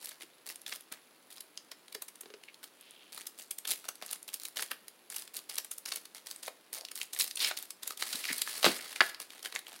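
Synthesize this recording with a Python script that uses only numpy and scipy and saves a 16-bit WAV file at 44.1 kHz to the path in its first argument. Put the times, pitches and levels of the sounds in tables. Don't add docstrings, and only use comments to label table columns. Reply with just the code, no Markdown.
import sys
import numpy as np
from scipy import signal
from scipy.fft import rfft, irfft
from scipy.io import wavfile
from scipy.ndimage import uniform_filter1d

SR = 44100
rng = np.random.default_rng(int(sys.argv[2]) if len(sys.argv) > 2 else 0)


def unload_audio(sound):
    columns = np.transpose(np.atleast_2d(sound))
    steps = np.round(np.clip(columns, -1, 1) * 32767)
    wavfile.write(sys.argv[1], SR, steps.astype(np.int16))


N = 432180
TIME = np.arange(N) / SR
TOP_HZ = 15900
RUN_UP = 256

# freq_hz, gain_db
FILM_SPECTRUM = [(90, -22), (230, -7.5), (600, -4), (1400, -2.5), (4200, 0.5), (5700, -3), (7700, -3.5),
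                 (9700, 0.5), (16000, -8)]
# low_hz, high_hz
POP_BANDS = [(380, 2500), (2500, 6800), (7200, 17000)]
# start_s, level_db (middle band), body_db, sheen_db (both relative); the
# row at 7.446 s is the seam cracking as it tears
CREASE_POPS = [(0.047, -52, -1.5, 13), (0.0914, -49, -5, 10), (0.117, -49, 1, -9), (0.4924, -41, -18, -5),
               (0.725, -35.5, -1.5, -20.5), (0.9236, -46.5, -9, 9.5), (1.4073, -44.5, -16, 5.5),
               (1.7164, -42, -3.5, -3.5), (1.926, -45.5, -10, -1), (1.9491, -38.5, -5.5, 0),
               (2.022, -50, 5, 15.5), (2.084, -49.5, -3, 8), (2.211, -51.5, -3, 13), (2.641, -46.5, -12, 4),
               (3.177, -45.5, 1.5, 0), (3.2696, -43, -13, 9), (3.5108, -39, -11, 9), (3.586, -50, -3, 15.5),
               (3.6532, -38, -3.5, -4), (3.68, -46, -14, 2), (3.7123, -31, -24, 2), (3.888, -36, -0.5, 3.5),
               (4.1119, -47.5, -5, 12), (4.1303, -40.5, -4, 11), (4.3414, -39.5, -13, 9.5),
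               (4.453, -37, -13, 2), (4.571, -35.5, -4, -3), (4.625, -38.5, 2.5, 2), (4.715, -42, 10, 8.5),
               (4.8823, -47.5, -5, 6), (5.1638, -40.5, -5, 8), (5.277, -48, -8, -3),
               (5.3676, -38.5, -28, 5.5), (5.4973, -39, -11.5, 0), (5.583, -30, -9.5, 2.5),
               (5.647, -51, 0.5, 12), (5.715, -44.5, -5, 12), (5.7823, -55.5, -1, 18.5),
               (5.859, -35, -9, -4), (5.886, -40, -13, -4), (5.922, -30.5, -6, -7.5),
               (5.9595, -38, -9, 5.5), (6.055, -46.5, -8, 0), (6.27, -42, -9, 1), (6.312, -38.5, -11, 0.5),
               (6.431, -47.5, -9, 2), (6.48, -47.5, 13.5, 5.5), (6.7382, -54.5, -19, 17.5),
               (6.916, -43.5, -3.5, 3.5), (6.9557, -44.5, -28, 8), (7.133, -39.5, -29, 3.5),
               (7.1979, -30.5, -31, 2), (7.2095, -23.5, -39, -10), (7.3728, -34, -14, -3),
               (7.4464, -24.5, -16, -18), (7.512, -36, 5, -20), (7.573, -35, -26, -0.5),
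               (7.706, -41, -13, 4), (7.833, -41, -9, 4), (7.876, -38, -8, 8.5), (7.907, -40, 1.5, 2.5),
               (7.975, -43, -13, 1.5), (8.024, -28, -2, -8), (8.1294, -30, -11, -6),
               (8.1565, -34, -23, -1.5), (8.3293, -35.5, -2, 5), (8.382, -47.5, -27, 16),
               (8.4189, -27, -15, 1.5), (9.429, -44.5, -6, 1), (9.525, -42, -1.5, -5), (9.591, -46, -5, 6)]
def creases(decay_ms=2.9, facet_gain=1.1, facet_q=6.9):
    out, film = np.zeros(N), response(FILM_SPECTRUM)
    for start_s, db, body_db, sheen_db in CREASE_POPS:
        decay = decay_ms * np.exp(.3 * rng.standard_normal())
        slips = rng.integers(20, RUN_UP, 3)
        facets_hz = rng.uniform([1000, 2700], [2300, 6000])
        for edges, part_db, damping in zip(POP_BANDS, (body_db, 0, sheen_db), (.7, 1, 1.3)):
            pop = colour(buckle(decay / damping, slips, spike=.42, slip_db=-5), film)
            pop = pop + facet_gain * sum(resonate(pop, hz, facet_q) for hz in facets_hz)
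            add(out, start_s - RUN_UP / SR, level(band(pop, *edges, order=2), db + part_db, .0036))
    return out


def buckle(decay_ms, slips, spike, slip_db):
    main = np.roll(crack(decay_ms, spike), RUN_UP)
    lead_in = sum(np.roll(crack(decay_ms, spike), RUN_UP - k) * (1 - k / RUN_UP) for k in slips)
    return main + amp(slip_db) * lead_in


def crack(decay_ms, spike, size=4096):
    ms = np.arange(size) * 1000 / SR
    waves = rng.standard_normal(size) * np.exp(-ms / decay_ms)
    waves /= np.linalg.norm(waves)
    waves[0] += spike * rng.choice([-1, 1])
    return waves


# start_s, level_db (before the trim), pitch_hz
FACET_FLIPS = [(0.058, -38.5, 11500), (0.5583, -43, 9290), (0.6167, -48.5, 10190), (0.6642, -37.5, 3490),
               (0.8087, -48.5, 11190), (1.3817, -49, 4730), (1.5756, -38, 5250), (1.882, -50.5, 3550),
               (2.1568, -50, 9070), (2.437, -48, 2920), (2.5438, -51, 4110), (2.811, -50.5, 9600),
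               (2.909, -50.0, 9960), (3.3937, -49, 7200), (3.9553, -48, 10190), (4.0628, -41.5, 10680),
               (4.229, -44, 9510), (4.5946, -35, 1360), (5.5564, -38, 9730), (6.8102, -42, 5000),
               (6.8508, -38.0, 5050), (6.886, -45.0, 3180), (7.0151, -31.5, 2970), (7.1634, -40, 1790),
               (7.3111, -36.5, 4950), (7.358, -35, 9200), (8.4754, -35.0, 1680), (8.9605, -35.5, 2360),
               (9.1463, -41.5, 4030), (9.3049, -45.5, 3140), (9.459, -35, 1820), (9.5611, -30, 1960),
               (9.668, -43.5, 2770)]
def ticks(decay_ms=1.7, q=6, trim_db=-4):
    out, film = np.zeros(N), response(FILM_SPECTRUM)
    for start_s, db, hz in FACET_FLIPS:
        slips = rng.integers(20, RUN_UP, 2)
        flip = colour(buckle(decay_ms, slips, spike=.65, slip_db=-9), film)
        click = band(flip, hz / 2.5, min(hz * 2.5, TOP_HZ), order=1)
        tick = level(resonate(flip, hz, q), db, .004) + level(click, db, .004)
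        add(out, start_s - RUN_UP / SR, amp(trim_db) * tick)
    return out


def crackle(folds_per_s=430, spread_db=5, patchy_db=4, grit_db=5, rub_hz=(1950, 4400), trim_db=.5):
    effort, bright_db, sliding = handling()
    folds = rng.random(N) < folds_per_s / SR
    folds = folds * amp(spread_db * np.minimum(rng.exponential(size=N), np.pi))
    grains, hiss = 0, 0
    edges = np.geomspace(140, 17000, 11)
    for lo, hi in zip(edges, edges[1:]):
        height = np.clip(np.log(np.sqrt(lo * hi) / 4200) / np.log(7), -.5, .5)
        kicks = folds * amp(patchy_db * rng.standard_normal(N))
        ringing = die_away(kicks, decay_s=.0009 * 2 ** -height) * rng.standard_normal(N)
        grains += band(ringing, lo, hi, order=2) * amp(bright_db * height)
        hiss += band(rng.standard_normal(N), lo, hi, order=2) * amp((bright_db - 2) * height)
    catch_s = TIME[::220]
    catches = np.interp(TIME, catch_s, rng.standard_normal(len(catch_s)))
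    hiss += .69 * sum(resonate(hiss, hz, q=3.5) for hz in rub_hz)
    hiss *= amp(grit_db * catches)
    grains, hiss = (steady(colour(x, response(FILM_SPECTRUM))) for x in (grains, hiss))
    texture = np.sqrt(1 - sliding) * grains + np.sqrt(sliding) * hiss
    surge = avalanches() ** (1 - sliding)
    return texture * surge * effort * amp(trim_db)


def avalanches(rush_db=4, decay_s=.0042):
    kicks = np.zeros(N)
    for start_s, *_ in CREASE_POPS:
        add(kicks, start_s, np.ones(1))
    gain = amp(rush_db * np.minimum(die_away(kicks, decay_s), 1))
    return gain / np.sqrt(uniform_filter1d(gain ** 2, size=6000))


# start_s, hold_s, level_db, brightness_db
FINGER_SQUEEZES = [(0.0, 0.13, -52.5, 7), (0.2, 0.027, -49.5, 3), (0.458, 0.062, -46.5, 6),
                   (0.66, 0.1, -47.5, 5.5), (0.915, 0.013, -44.5, -8), (1.303, 0.027, -51.5, 11),
                   (1.355, 0.019, -54.5, 3), (2.625, 0.02, -51.5, 1), (3.12, .1, -49.5, 5),
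                   (3.255, 0.013, -51, 7), (3.375, 0.058, -49, 11), (3.67, 0.059, -34, 11.5),
                   (3.84, 0.02, -51, -2), (4.013, 0.023, -43, -3), (4.06, 0.095, -50.5, 2.5),
                   (4.275, 0.014, -46, 7), (4.325, 0.028, -49, 10), (4.395, 0.086, -49, 9),
                   (4.558, 0.083, -40, 8), (4.7, 0.021, -47, -3), (5.097, 0.13, -46, 10),
                   (5.335, 0.053, -47, 8.5), (5.49, .11, -48.5, 5), (5.71, 0.019, -47, 17),
                   (5.852, .13, -47.5, 7.5), (6.145, 0.034, -49.5, 6.5), (6.255, 0.13, -53, 8.5),
                   (6.42, 0.054, -47.5, 7), (6.725, 0.053, -43, 8.5), (6.96, 0.074, -45.5, 11),
                   (7.125, 0.16, -46, 6.5), (7.187, 0.047, -32.5, 18), (7.565, 0.077, -46.5, 9),
                   (7.82, 0.11, -51.5, 3.5), (9.195, 0.022, -42.5, 7), (9.3, 0.1, -54, -1),
                   (9.44, 0.03, -42, 2.5), (9.54, 0.028, -43, -4), (9.66, 0.13, -53, -0.5)]
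# start_s, hold_s, level_db, brightness_db
FILM_SLIDES = [(7.37, 0.11, -36, 7), (7.97, 0.44, -43, 6), (8.44, 0.33, -42, 6), (8.66, 0.075, -48, -18),
               (8.78, 0.2, -47.5, 0), (9.0, 0.079, -42.5, 4.5)]
def handling(held_db=-70.5, squeeze_rub=.16, slide_rub=.74):
    squeeze, squeeze_bright = moves(FINGER_SQUEEZES, attack_s=.0034, release_s=.011)
    slide, slide_bright = moves(FILM_SLIDES, attack_s=.033, release_s=.026)
    power = squeeze + slide + amp(held_db) ** 2
    sliding = (squeeze_rub * squeeze + slide_rub * slide) / power
    return np.sqrt(power), (squeeze_bright + slide_bright) / power, np.clip(sliding, 0, 1)


def moves(rows, attack_s, release_s, settle_db=-8.5, settle_s=.035):
    power, weighted = np.zeros(N), np.zeros(N)
    t = TIME[:3 * SR // 2]
    for start_s, hold_s, db, bright_db in rows:
        after = np.maximum(t - hold_s, 0)
        settling = amp(settle_db) * np.exp(-after / settle_s)
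        fall = np.maximum(np.exp(-after / release_s), settling)
        move = (amp(db) * np.minimum(t / attack_s, 1) * fall) ** 2
        add(power, start_s, move)
        add(weighted, start_s, move * bright_db)
    return power, weighted


# freq_hz, gain_db
BAR_SPECTRUM = [(95, -23), (165, -2), (330, 2.5), (1100, -0.5), (4700, -6), (5700, -15), (16000, -23)]
# start_s, level_db, decay_ms, ring_hz, ring_db, tilt_db_per_octave; the row at
# 8.667 s is a low ring that lingers after the first break
BAR_FRACTURES = [(8.6294, -30, 10, 700, 11, 6), (8.644, -20, 3.1, 2440, -13, 0),
                 (8.652, -19.5, 26, 2880, -33, 4), (8.664, -21, 4, 895, -6, -1.5),
                 (8.667, -26, 18, 356, 1, -10), (9.006, -18, 1.7, 1820, 17, -1),
                 (9.0091, -21.5, 3, 1660, 10, 0), (9.0163, -25.5, 0.71, 1930, 31, -4)]
def snaps(ring_q=3.2):
    out, bar = np.zeros(N), response(BAR_SPECTRUM)
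    modes = ((1, 0), (1.6, -13), (2.6, -20))  # pitch_ratio, gain_db
    for start_s, db, decay_ms, ring_hz, ring_db, tilt in BAR_FRACTURES:
        slope = response([(hz, tilt * np.log2(hz)) for hz in (250, SR / 2)])
        blow = colour(colour(crack(decay_ms, spike=.53), bar), slope)
        ring = sum(amp(mode_db) * resonate(blow, ratio * ring_hz, ring_q) for ratio, mode_db in modes)
        snap = band(blow + amp(ring_db) * ring, ring_hz / 5, 12000, order=1)
        add(out, start_s, level(snap, db, .01))
    return out


# time_s, pitch_hz, level_db
SEAM_TEAR = [(7.385, 4700, -67), (7.402, 4240, -33.5), (7.449, 3560, -34), (7.525, 2204, -47)]
def rip(half_width_hz=1000):
    time_s, hz, db = np.transpose(SEAM_TEAR)
    rasp = gliding_noise(time_s, hz, half_width_hz, order=2)
    rasp = steady(band(rasp, half_width_hz, TOP_HZ))
    return rasp * amp(np.interp(TIME, time_s, db, left=-np.inf, right=-np.inf))


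# start_s, length_s, level_db, pitch_hz
FOLD_DRAGS = [(2.477, .025, -53, 2500), (2.742, 0.425, -63.5, 3130), (6.741, 0.12, -60, 640),
              (8.217, 0.12, -47, 4300), (8.232, 0.026, -39, 2450), (8.278, 0.044, -38, 2050),
              (8.781, 0.024, -49.5, 1940)]
def scrapes(slips_per_s=900, q=2.56):
    out = np.zeros(N)
    for start_s, length_s, db, hz in FOLD_DRAGS:
        size = int(length_s * SR)
        slips = (rng.random(size) < slips_per_s / SR) * rng.standard_normal(size)
        drag = np.pad(slips * signal.windows.tukey(size), (0, SR // 20))
        rasp = resonate(resonate(drag, hz, q / 2), hz, q)
        add(out, start_s, level(rasp, db, length_s))
    return out


# start_s, level_db, pitch_hz
PACKET_KNOCKS = [(0.233, -56, 332), (1.952, -46.5, 410), (2.234, -55, 418), (2.258, -51, 406),
                 (2.303, -52.5, 415), (2.339, -47, 400), (4.026, -48.5, 686), (4.716, -57, 270),
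                 (6.48, -50, 507), (8.143, -46.5, 263), (8.302, -41.5, 257)]
def knocks(q=6.9):
    out = np.zeros(N)
    for start_s, db, hz in PACKET_KNOCKS:
        push = crack(decay_ms=5.6, spike=1)
        thump = band(resonate(push, hz, q), hz / 2, hz * 1.9, order=2)
        tick = band(push, 950, 4900, order=2)
        add(out, start_s, level(thump, db, .0084) + level(tick, db - 19, .39))
    return out


def room(x):
    t = TIME[:SR // 2]

    def cloud(t60_s, db):
        echoes = rng.standard_normal(len(t)) * amp(-60 * t / t60_s) * (t > .004)
        return level(echoes, db, 1 / SR)

    late = colour(cloud(t60_s=.47, db=-16), response([(400, .55), (4500, 0), (12000, -2)]))
    early = cloud(t60_s=.13, db=-11)
    return x + colour(x, early + late)


# freq_hz, gain_db
AIR_SPECTRUM = [(80, -26), (105, -18), (230, -7.5), (330, -4.5), (760, -10), (4500, -16), (5700, -23),
                (8000, -23), (15500, -22)]
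# time_s, pitch_hz
WHINE_PATH = [(1.4, 10800), (2.5, 10400), (5.0, 11160), (6.6, 10700)]
def room_tone(air_db=-63.5, whine_db=-74):
    air = colour(rng.standard_normal(N), response(AIR_SPECTRUM))
    whine = gliding_noise(*np.transpose(WHINE_PATH), half_width_hz=130, order=1)
    return level(air, air_db, N / SR) + level(whine, whine_db, N / SR)


def gliding_noise(time_s, hz, half_width_hz, order):
    phase = 2 * np.pi * np.cumsum(np.interp(TIME, time_s, hz)) / SR
    return band(rng.standard_normal(N), 1, half_width_hz, order) * np.sin(phase)


def amp(db):
    return 10 ** (np.asarray(db) / 20)


def level(x, db, seconds):
    return x * amp(db) * np.sqrt(seconds * SR / np.sum(x ** 2))


def add(track, start_s, sound):
    i = int(np.clip(start_s * SR, 0, N - 1))
    track[i:i + len(sound)] += sound[:N - i]


def band(x, lo_hz, hi_hz, order=3):
    return signal.sosfilt(signal.butter(order, [lo_hz, hi_hz], "band", fs=SR, output="sos"), x)


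def resonate(x, hz, q):
    return signal.lfilter(*signal.iirpeak(min(hz, TOP_HZ), q, fs=SR), x)


def die_away(kicks, decay_s):
    return signal.lfilter([1], [1, -np.exp(-1 / (decay_s * SR))], kicks)


def response(points, size=2048):
    hz, db = np.transpose(points)
    grid_hz = np.maximum(np.arange(size // 2 + 1) * SR / size, 1)
    gain = amp(np.interp(np.log(grid_hz), np.log(hz), db))
    cepstrum = irfft(np.log(gain))
    cepstrum[1:size // 2] *= 2
    cepstrum[size // 2 + 1:] = 0
    return irfft(np.exp(rfft(cepstrum)))


def colour(x, ir):
    return signal.fftconvolve(x, ir)[:len(x)]


def steady(x):
    size = int(.05 * SR)
    power = uniform_filter1d(uniform_filter1d(x ** 2, size), size // 2)
    return x / np.sqrt(np.abs(power) + 1e-12)


def scene():
    close_up = creases() + ticks() + crackle() + scrapes() + rip() + snaps() + knocks()
    return (room(close_up) + room_tone())[None]


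def record(dry):
    thin = .8 * band(dry, 100, 20000, order=4) + .2 * dry
    top_cut = signal.ellip(10, .2, 70, TOP_HZ, fs=SR, output="sos")
    return signal.sosfilt(top_cut, np.tanh(thin))


dry = scene()
out = record(dry)
unload_audio(out)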